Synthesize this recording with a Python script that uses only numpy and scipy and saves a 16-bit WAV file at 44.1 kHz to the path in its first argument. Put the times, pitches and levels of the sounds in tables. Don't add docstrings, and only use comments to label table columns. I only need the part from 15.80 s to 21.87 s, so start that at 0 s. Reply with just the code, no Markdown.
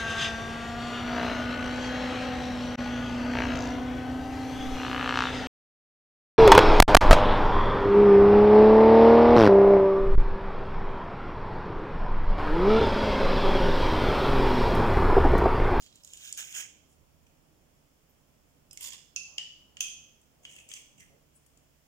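import sys
import numpy as np
from scipy import signal
from scipy.fft import rfft, irfft, next_fast_len
from scipy.io import wavfile
from scipy.ndimage import map_coordinates

SR = 44100
rng = np.random.default_rng(int(sys.argv[2]) if len(sys.argv) > 2 else 0)


def master_out(mix):
    frames = np.transpose(np.atleast_2d(mix))
    ceiling = np.clip(frames, -1, 1)
    pcm = np.round(ceiling * 32767).astype(np.int16)
    wavfile.write(sys.argv[1], SR, pcm)


N = 267687

# (start [s], rise [s], hold [s], effort [dB])
SQUEEZE_MOVES = [(-0.01, 0.0067, 0.062, -57.5), (0.115, 0.038, 0.012, -60.5), (0.23, 0.11, 0.013, -49.5),
                 (0.33, 0.12, 0.044, -42), (0.567, 0.011, 0.03, -33.5), (0.6, 0.043, 0.12, -45),
                 (0.715, 0.041, 0.053, -34)]
# (low [Hz], high [Hz])
PART_BANDS = [(4100, 9000), (300, 4100), (9000, 17000)]
PART_FILTERS = [signal.butter(4, band, 'bandpass', fs=SR, output='sos') for band in PART_BANDS]
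FIRM_DB = -40
SIDES = np.array([[.5], [-.5]])


def clanks(gain_db=20, graze_db=-22, lead_s=0.0023):
    # (time [s], level [dB], contact [s], mode [Hz], mode level [dB], mode t60 [s],
    # handle left-right [dB], cup left-right [dB], room send [dB])
    blows = [(3.3614, -26.5, 0.00091, 2646, -2, 0.074, -2, -10, 0.5),
             (3.581, -23.5, 0.0011, 3063, -10, .04, 0, -3, -0.5),
             (4.005, -21, 0.0021, 2524, -23, 0.036, 0.5, -7, 2)]
    # (frequency [Hz], level [dB])
    grips = [
        [(400, -37), (800, -45), (1400, -33.5), (2350, -45), (2520, -5.5), (2700, -4.5), (2950, -14),
         (3900, -26), (5200, -10), (5700, -12), (6400, -4.5), (7900, -25), (10300, -22.5), (15500, -55)],
        [(400, -85), (750, -31), (1250, -34.5), (1800, -23), (2400, -20), (2990, 4), (3460, -16.5), (4200, -22),
         (5060, -13.5), (5700, -19.5), (6700, -14.5), (8650, -28), (15500, -52)],
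        [(400, -71), (950, -34), (2250, -20.5), (2550, -1.5), (2850, -6), (3150, 2.5), (3900, -21.5),
         (5600, -10), (6280, 3.5), (7700, -16.5), (8900, -11.5), (13500, -22.5), (14900, -32), (16000, -18)],
    ]
    out, t = np.zeros((2, N)), np.arange(SR // 5) / SR
    for (s, db, contact_s, hz, ring_db, t60, handle_pan, cup_pan, wet_db), grip in zip(blows, grips):
        body = unit_energy(coloured(chatter(t, contact_s, apart=0.91), grip))
        blow = body + amp(ring_db) * ring(t, hz, t60)
        beam = [(3400, handle_pan), (5200, cup_pan), (7300, cup_pan), (9500, handle_pan)]
        blow = amp(db + gain_db) * filtered(blow, lambda f: amp(along(beam, f) * SIDES))
        add(out, s, in_kitchen(blow, 0, wet_db))
        add(out, s - lead_s, amp(graze_db) * blow)
    return out


def clinks():
    # (time [s], handle mode [Hz], handle level [dB], cup mode [Hz], cup level [dB],
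    # edge level [dB], left-right [dB])
    contacts = [(0.0219, 3250, -58, 7140, -53.5, -83, -11), (0.0623, 3130, -60, 7000, -57, -83, -12),
                (0.125, 3970, -62.5, 5160, -64, -87, -11), (0.1565, 3900, -78, 7340, -56, -65, -10),
                (0.2344, 3680, -81, 5350, -56.5, -66, -16), (0.2468, 4040, -65, 6640, -47.5, -55.5, -7),
                (0.274, 3660, -63, 7200, -50.5, -75, -7), (0.3342, 2870, -55, 7100, -44, -54, -5),
                (0.3717, 3130, -56, 6870, -48, -59, 1), (0.5257, 3000, -70, 7030, -34.5, -45, -7),
                (0.575, 3400, -55, 6630, -43, -42.5, 4.5), (0.725, 3320, -50, 6530, -47, -55, 9),
                (0.7506, 3150, -44, 6760, -47, -52, -12), (1.4662, 2410, -65.5, 5930, -68.5, -76, -5),
                (2.91, 2620, -63, 5120, -48, -64, -9), (2.9296, 2930, -57.5, 7040, -58, -49.5, -12),
                (2.973, 2170, -49.5, 7130, -42.5, -54, -10), (3.008, 2820, -47, 7900, -59, -41, -1),
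                (3.1315, 3460, -54.5, 5270, -47.5, -52.5, -9),
                (3.9687, 2890, -44.5, 6760, -50.5, -82, -10.5), (4.4137, 3030, -80, 7430, -66, -71, 1),
                (4.651, 2950, -40.5, 6490, -51.5, -86, -2.5), (4.763, 2760, -49, 6800, -56, -58, 3),
                (4.7857, 2565, -49, 6250, -60, -73, 1), (4.889, 2710, -70, 7600, -48.5, -56, 3),
                (4.9152, 3330, -43.5, 6360, -54.5, -68, 14), (4.937, 3180, -47.5, 6260, -40, -51, -3),
                (4.9673, 2310, -51.5, 6240, -54, -73, -12), (5.2042, 2080, -55, 5920, -56, -60, -4),
                (5.662, 2370, -75, 8300, -69, -64.5, 14), (5.7724, 2660, -74, 7170, -62.5, -72, 7)]
    out = np.zeros((2, N))
    for s, *contact, pan_db in contacts:
        add(out, s, in_kitchen(clink(*contact), pan_db, wet_db=-1.0))
    return out


def clink(handle_hz, handle_db, cup_hz, cup_db, edge_db, gain_db=23):
    # (frequency [Hz], level [dB])
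    steel = [(400, -51), (900, -28), (1500, -18), (2300, -10.5), (3150, 1.5), (3900, -19.5), (5000, -12.5),
             (6600, -8), (8200, -8), (10000, -18.5), (13500, -23), (14900, -27), (16000, -37)]
    t = np.arange(2048) / SR
    contact_s = 0.00074 * amp(-0.36 * (cup_db - FIRM_DB))
    body = coloured(chatter(t, contact_s, apart=1.0), steel)
    cup, handle, edge = (unit_energy(signal.sosfilt(sos, body)) for sos in PART_FILTERS)
    handle = unit_energy(handle + 1.5 * ring(t, handle_hz, t60=0.027))
    cup = unit_energy(cup + 0.98 * ring(t, cup_hz, t60=0.016))
    return amp(gain_db) * (amp(handle_db) * handle + amp(cup_db) * cup + amp(edge_db) * edge)


def chatter(t, contact_s, apart):
    age = t / max(contact_s, .0001)
    swell = age * np.exp(-age)
    spectrum = rfft(noise_pair(len(t), apart) * swell)
    whitened = irfft(spectrum / (np.abs(spectrum) + 1e-12), len(t))
    return whitened * np.sqrt(swell)


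def ring(t, hz, t60, attack_s=0.000757):
    envelope = amp(-60 * t / max(t60, .002)) * (1 - np.exp(-t / attack_s))
    return unit_energy(np.sin(2 * np.pi * hz * t) * envelope)


def squeeze():
    # (frequency [Hz], level [dB])
    colour = [(300, -26), (650, -24), (1150, -23), (1620, -7), (1950, -18.5), (2400, -10.5), (3250, -6),
              (3750, -22.5), (4550, -23.5), (5200, -10), (6000, -10), (6700, -0.5), (7400, -7), (9000, -10),
              (13500, -18), (15000, -6.5), (16000, -25)]
    # (offset [dB], growth [dB/dB], release [dB/s])
    parts = [(1, 1.0, 235), (-8, 1.51, 323), (-5.5, 0.85, 447)]
    return stroke(SQUEEZE_MOVES, parts, colour, slips_per_s=1100, clump_db=2, rub=0.96,
                  pan_db=-9, wet_db=-9)


def creaks(count=20, span_s=0.82, handle_hz=3220, cup_hz=6770, mode_scatter=0.06, scatter_db=4.0):
    ticks, out = np.zeros((2, N)), np.zeros((2, N))
    times = (np.arange(count) + rng.random(count)) * span_s / count
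    efforts = effort(SQUEEZE_MOVES, times, release_db_s=180)
    for s, effort_db, (size, grip) in zip(times, efforts, rng.standard_normal((count, 2))):
        shift = np.exp(mode_scatter * grip)
        db = effort_db + scatter_db * np.tanh(size)
        add(ticks, s, clink(handle_hz * shift, db - 12, cup_hz * shift, db - 7, edge_db=db - 18))
    add(out, 0, in_kitchen(amp(-7) * ticks[:, :SR], pan_db=-7, wet_db=-9.0))
    return out


def juice(count=700, start_hz=4100, end_hz=2500, scatter=0.18, cycles=14, gain_db=-12, span_s=0.86):
    pops, t = np.zeros((2, SR)), np.arange(1024) / SR
    for progress, pitch, size, side in zip(rng.random(count), *rng.standard_normal((count, 3)).T):
        hz = start_hz * (end_hz / start_hz) ** progress * np.exp(scatter * pitch)
        pop_db = 3 * np.tanh(size) + 2 * side * SIDES
        add(pops, progress * span_s, amp(pop_db) * ring(t, hz, t60=cycles / hz))
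    effort_db = effort(SQUEEZE_MOVES, np.arange(SR) / SR, release_db_s=185)
    flow_db = FIRM_DB + 0.69 * (effort_db - FIRM_DB)
    out = np.zeros((2, N))
    add(out, 0, in_kitchen(unit_rms(pops) * amp(gain_db + flow_db), pan_db=-5.0, wet_db=-9))
    return out


def scrape():
    # (start [s], rise [s], hold [s], effort [dB])
    moves = [(2.995, 0.03, 0.053, -44), (3.1, 0.021, 0.021, -50.5)]
    # (offset [dB], growth [dB/dB], release [dB/s])
    parts = [(1, 1.4, 170), (-5, 0.35, 260), (3, 1.83, 630)]
    # (frequency [Hz], level [dB])
    colour = [(350, -26.5), (800, -26), (1050, -12.5), (1330, -28), (1900, -11.5), (2400, -13), (2820, -3),
              (3100, -6), (3480, 0.5), (3850, -12.5), (5100, -3), (5900, -5.5), (7100, 3), (9500, -11.5),
              (13600, -22), (14800, -8.5), (16000, -40)]
    return stroke(moves, parts, colour, slips_per_s=4800, clump_db=3.5, rub=0.81, pan_db=-10.5, wet_db=-6)


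def hinge():
    # (start [s], rise [s], hold [s], effort [dB])
    moves = [(4.62, 0.021, 0.017, -67), (4.66, 0.045, 0.097, -62), (4.875, 0.03, 0.076, -57),
             (5.17, 0.014, 0.029, -64)]
    # (offset [dB], growth [dB/dB], release [dB/s])
    parts = [(2, 0.92, 390), (0, 1.0, 200), (-8.5, 0.75, 150)]
    # (frequency [Hz], level [dB])
    pivot = [(470, -47), (800, -24), (1320, -15), (1570, -30), (1760, -10), (2730, 4.5), (3180, 1),
             (4240, -26), (6330, -1), (8230, -3.5), (11600, -24), (15000, -19), (16000, -16)]
    return stroke(moves, parts, pivot, slips_per_s=1200, clump_db=4, rub=0.82, pan_db=-3.5, wet_db=-6.5)


def stroke(moves, parts, spectrum, slips_per_s, clump_db, rub, pan_db, wet_db):
    start = max(moves[0][0], 0)
    t = start + np.arange(SR) / SR
    slipping = rng.random(SR) < slips_per_s / SR
    clumps = amp(clump_db * np.tanh(wobble(220, SR))) * signal.windows.tukey(SR, .005)
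    sound, out = np.zeros((2, SR)), np.zeros((2, N))
    for sos, (offset_db, growth, release_db_s) in zip(PART_FILTERS, parts):
        grains = slipping * (1 + rng.random(SR)) * np.sign(noise_pair(SR, apart=.6))
        force = (unit_rms(grains) + rub * noise_pair(SR, apart=1.0)) * clumps
        vibration = unit_rms(signal.sosfilt(sos, coloured(force, spectrum)))
        part_moves = [(*timing, FIRM_DB + offset_db + growth * (db - FIRM_DB)) for *timing, db in moves]
        sound += vibration * amp(effort(part_moves, t, release_db_s))
    add(out, start, in_kitchen(sound, pan_db, wet_db))
    return out


def effort(moves, t, release_db_s, swell_db=20.5):
    level = np.full(len(t), -120.0)
    for start, rise, hold, db in moves:
        rising = swell_db * np.minimum((t - start) / max(rise, .002) - 1, 0)
        falling = release_db_s * np.maximum(t - start - rise - hold, 0)
        level = np.maximum(level, np.where(t < start, -np.inf, db + rising - falling))
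    return level


def rustles():
    # (time [s], level [dB], half-length [s], centre [Hz], spread [oct], left-right [dB])
    touches = [(0.172, -67, 0.034, 13000, 0.44, 1), (1.118, -71, 0.031, 7940, 0.4, -3),
               (1.25, -74, 0.19, 81, 0.54, -18), (2.304, -68, 0.012, 14500, 0.25, -6),
               (3.52, -70.5, 0.047, 780, 0.5, -11), (4.76, -76.5, 0.39, 585, 0.4, 7),
               (5.19, -67, 0.065, 150, 0.4, -9), (5.224, -60.5, 0.015, 1990, 0.19, -6),
               (5.331, -71.5, 0.032, 527, 0.41, -7), (5.565, -61, 0.014, 9000, 0.19, 18)]
    out, t = np.zeros((2, N)), np.arange(-SR // 4, SR // 4) / SR
    for s, db, half_s, hz, octaves, pan_db in touches:
        grains = noise_pair(len(t), apart=0.53) * amp(2 * wobble(445, len(t)))
        band = filtered(grains, lambda f: np.exp(-.5 * (np.log2((f + 1) / hz) / octaves) ** 2))
        rustle = amp(db) * unit_rms(band) * np.exp(-(t / half_s) ** 2)
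        add(out, s + t[0], in_kitchen(rustle, pan_db, wet_db=-4.5))
    return out


def in_kitchen(x, pan_db, wet_db, build_s=0.00055, lag_s=0.00016):
    # (frequency [Hz], factor [ratio])
    shading = [(500, 0.36), (1700, 0.93), (2900, 0.37), (4500, 0.81), (6500, 1.18), (9000, 0.091),
               (14000, 0.7)]
    # (frequency [Hz], t60 [s])
    decay = [(300, 0.93), (1000, 0.23), (2800, 0.65), (6300, 0.6), (10000, 0.39), (15000, 0.3)]
    # (frequency [Hz], level [dB])
    walls = [(500, 5), (2800, -3), (6300, -3.5), (10000, -4.5), (15000, -2.5)]
    x = filtered(x, lambda f: amp(pan_db * along(shading, f) * SIDES))
    hz, t, noise = signal.stft(rng.standard_normal((2, SR * 3 // 5)), SR, nperseg=256)
    fade = amp(along(walls, hz)[:, None] - 60 * t / along(decay, hz)[:, None])
    onset = 1 - np.exp(-(t / build_s) ** 2)
    tail = unit_energy(signal.istft(noise * fade * onset, SR, nperseg=256)[1])
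    heard = amp(wet_db - 1.5) * signal.fftconvolve(x, tail, axes=1)
    heard[:, :x.shape[1]] += filtered(x, lambda f: np.exp(-2j * np.pi * f * np.array([[0], [lag_s]])))
    return heard


def appliance_hum():
    # (frequency [Hz], level [dB])
    tones = [(70.5, -78), (148, -78.5)]
    hum, t = np.zeros(N), np.arange(N) / SR
    for hz, db in tones:
        peak = np.sqrt(2) * amp(db + 0.67 * wobble(2.24, N))
        hum += peak * np.sin(2 * np.pi * hz * t + 0.46 * wobble(9.4, N))
    return hum


def room_tone(rumble_db=-68.0, drift_db=1.33, hiss_db=-70.0):
    # (frequency [Hz], level [dB])
    rumble_colour = [(12, -52), (20, 1), (38, -3.5), (75, -4), (114, -6.5), (146, -2.5), (188, -7),
                     (288, -6), (363, -11), (607, -11), (1400, -23), (1820, -39), (3080, -120)]
    # (frequency [Hz], level [dB])
    hiss_colour = [(600, -22), (1000, -6), (1900, -6), (2750, -5.5), (3300, -5.5), (3850, -13), (4500, -11),
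                   (5400, -6), (6100, -9), (7100, -5.5), (8000, -10.5), (11000, -13), (13800, -10.5),
                   (15000, -9), (16000, -9)]
    # (frequency [Hz], left-right [dB])
    lean = [(60, -6), (110, -6.5), (200, -4), (380, -3.5), (700, -2), (1290, -1.5), (2380, -2.5),
            (4400, -3), (8120, -0.5), (15000, -1.5)]
    rumble = amp(rumble_db + drift_db * wobble(4.49, N)) * steady_noise(rumble_colour)
    bed = rumble + appliance_hum() + amp(hiss_db) * steady_noise(hiss_colour)
    return filtered(bed, lambda hz: amp(along(lean, hz) * SIDES))


def steady_noise(spectrum):
    # (frequency [Hz], correlation [ratio])
    likeness = [(60, 0.4), (180, 0.65), (550, 0.23), (1650, 0.0), (4970, 0), (15000, 0)]

    def mid_side(hz):
        angle = np.arccos(along(likeness, hz)) / 2
        return amp(along(spectrum, hz)) * [np.cos(angle), np.sin(angle)]

    mid, side = filtered(rng.standard_normal((2, N)), mid_side)
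    return unit_rms(np.array([mid + side, mid - side]))


def amp(db):
    return 10 ** (np.asarray(db) / 20)


def unit_rms(x):
    return x / np.sqrt(np.mean(x ** 2) + 1e-30)


def unit_energy(x):
    return x / np.sqrt(np.sum(x ** 2, axis=-1, keepdims=True) + 1e-30)


def along(points, hz):
    f, v = np.transpose(points)
    return np.interp(np.log(hz + 1), np.log(f + 1), v)


def wobble(rate, size):
    knots = rng.standard_normal(int(size * rate / SR) + 4)
    return map_coordinates(knots, [np.arange(size) * rate / SR])


def noise_pair(size, apart):
    return rng.standard_normal(size) + apart * rng.standard_normal((2, size))


def filtered(x, response):
    size = x.shape[-1]
    padded = next_fast_len(size + 2048)
    return irfft(rfft(x, padded) * response(np.fft.rfftfreq(padded, 1 / SR)), padded)[..., :size]


def coloured(x, spectrum, size=2048):
    gain = amp(along(spectrum, np.fft.rfftfreq(size, 1 / SR)))
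    cepstrum = irfft(np.log(gain + 1e-6))
    cepstrum[1:size // 2] *= 2
    cepstrum[size // 2 + 1:] = 0
    impulse = irfft(np.exp(rfft(cepstrum)))
    return signal.fftconvolve(x, impulse[None], axes=1)[:, :x.shape[1]]


def add(out, s, x):
    start = max(0, round(s * SR))
    out[:, start:start + x.shape[1]] += x[:, :max(0, N - start)]


def scene():
    friction = amp(-8.5) * squeeze() + amp(-1.5) * scrape() + hinge()
    return friction + clinks() + clanks() + creaks() + juice() + rustles() + room_tone()


def record(dry, top_hz=15900):
    return filtered(dry, lambda hz: 1 / np.sqrt(1 + (hz / top_hz) ** 200))


dry = scene()
out = record(dry)
master_out(out)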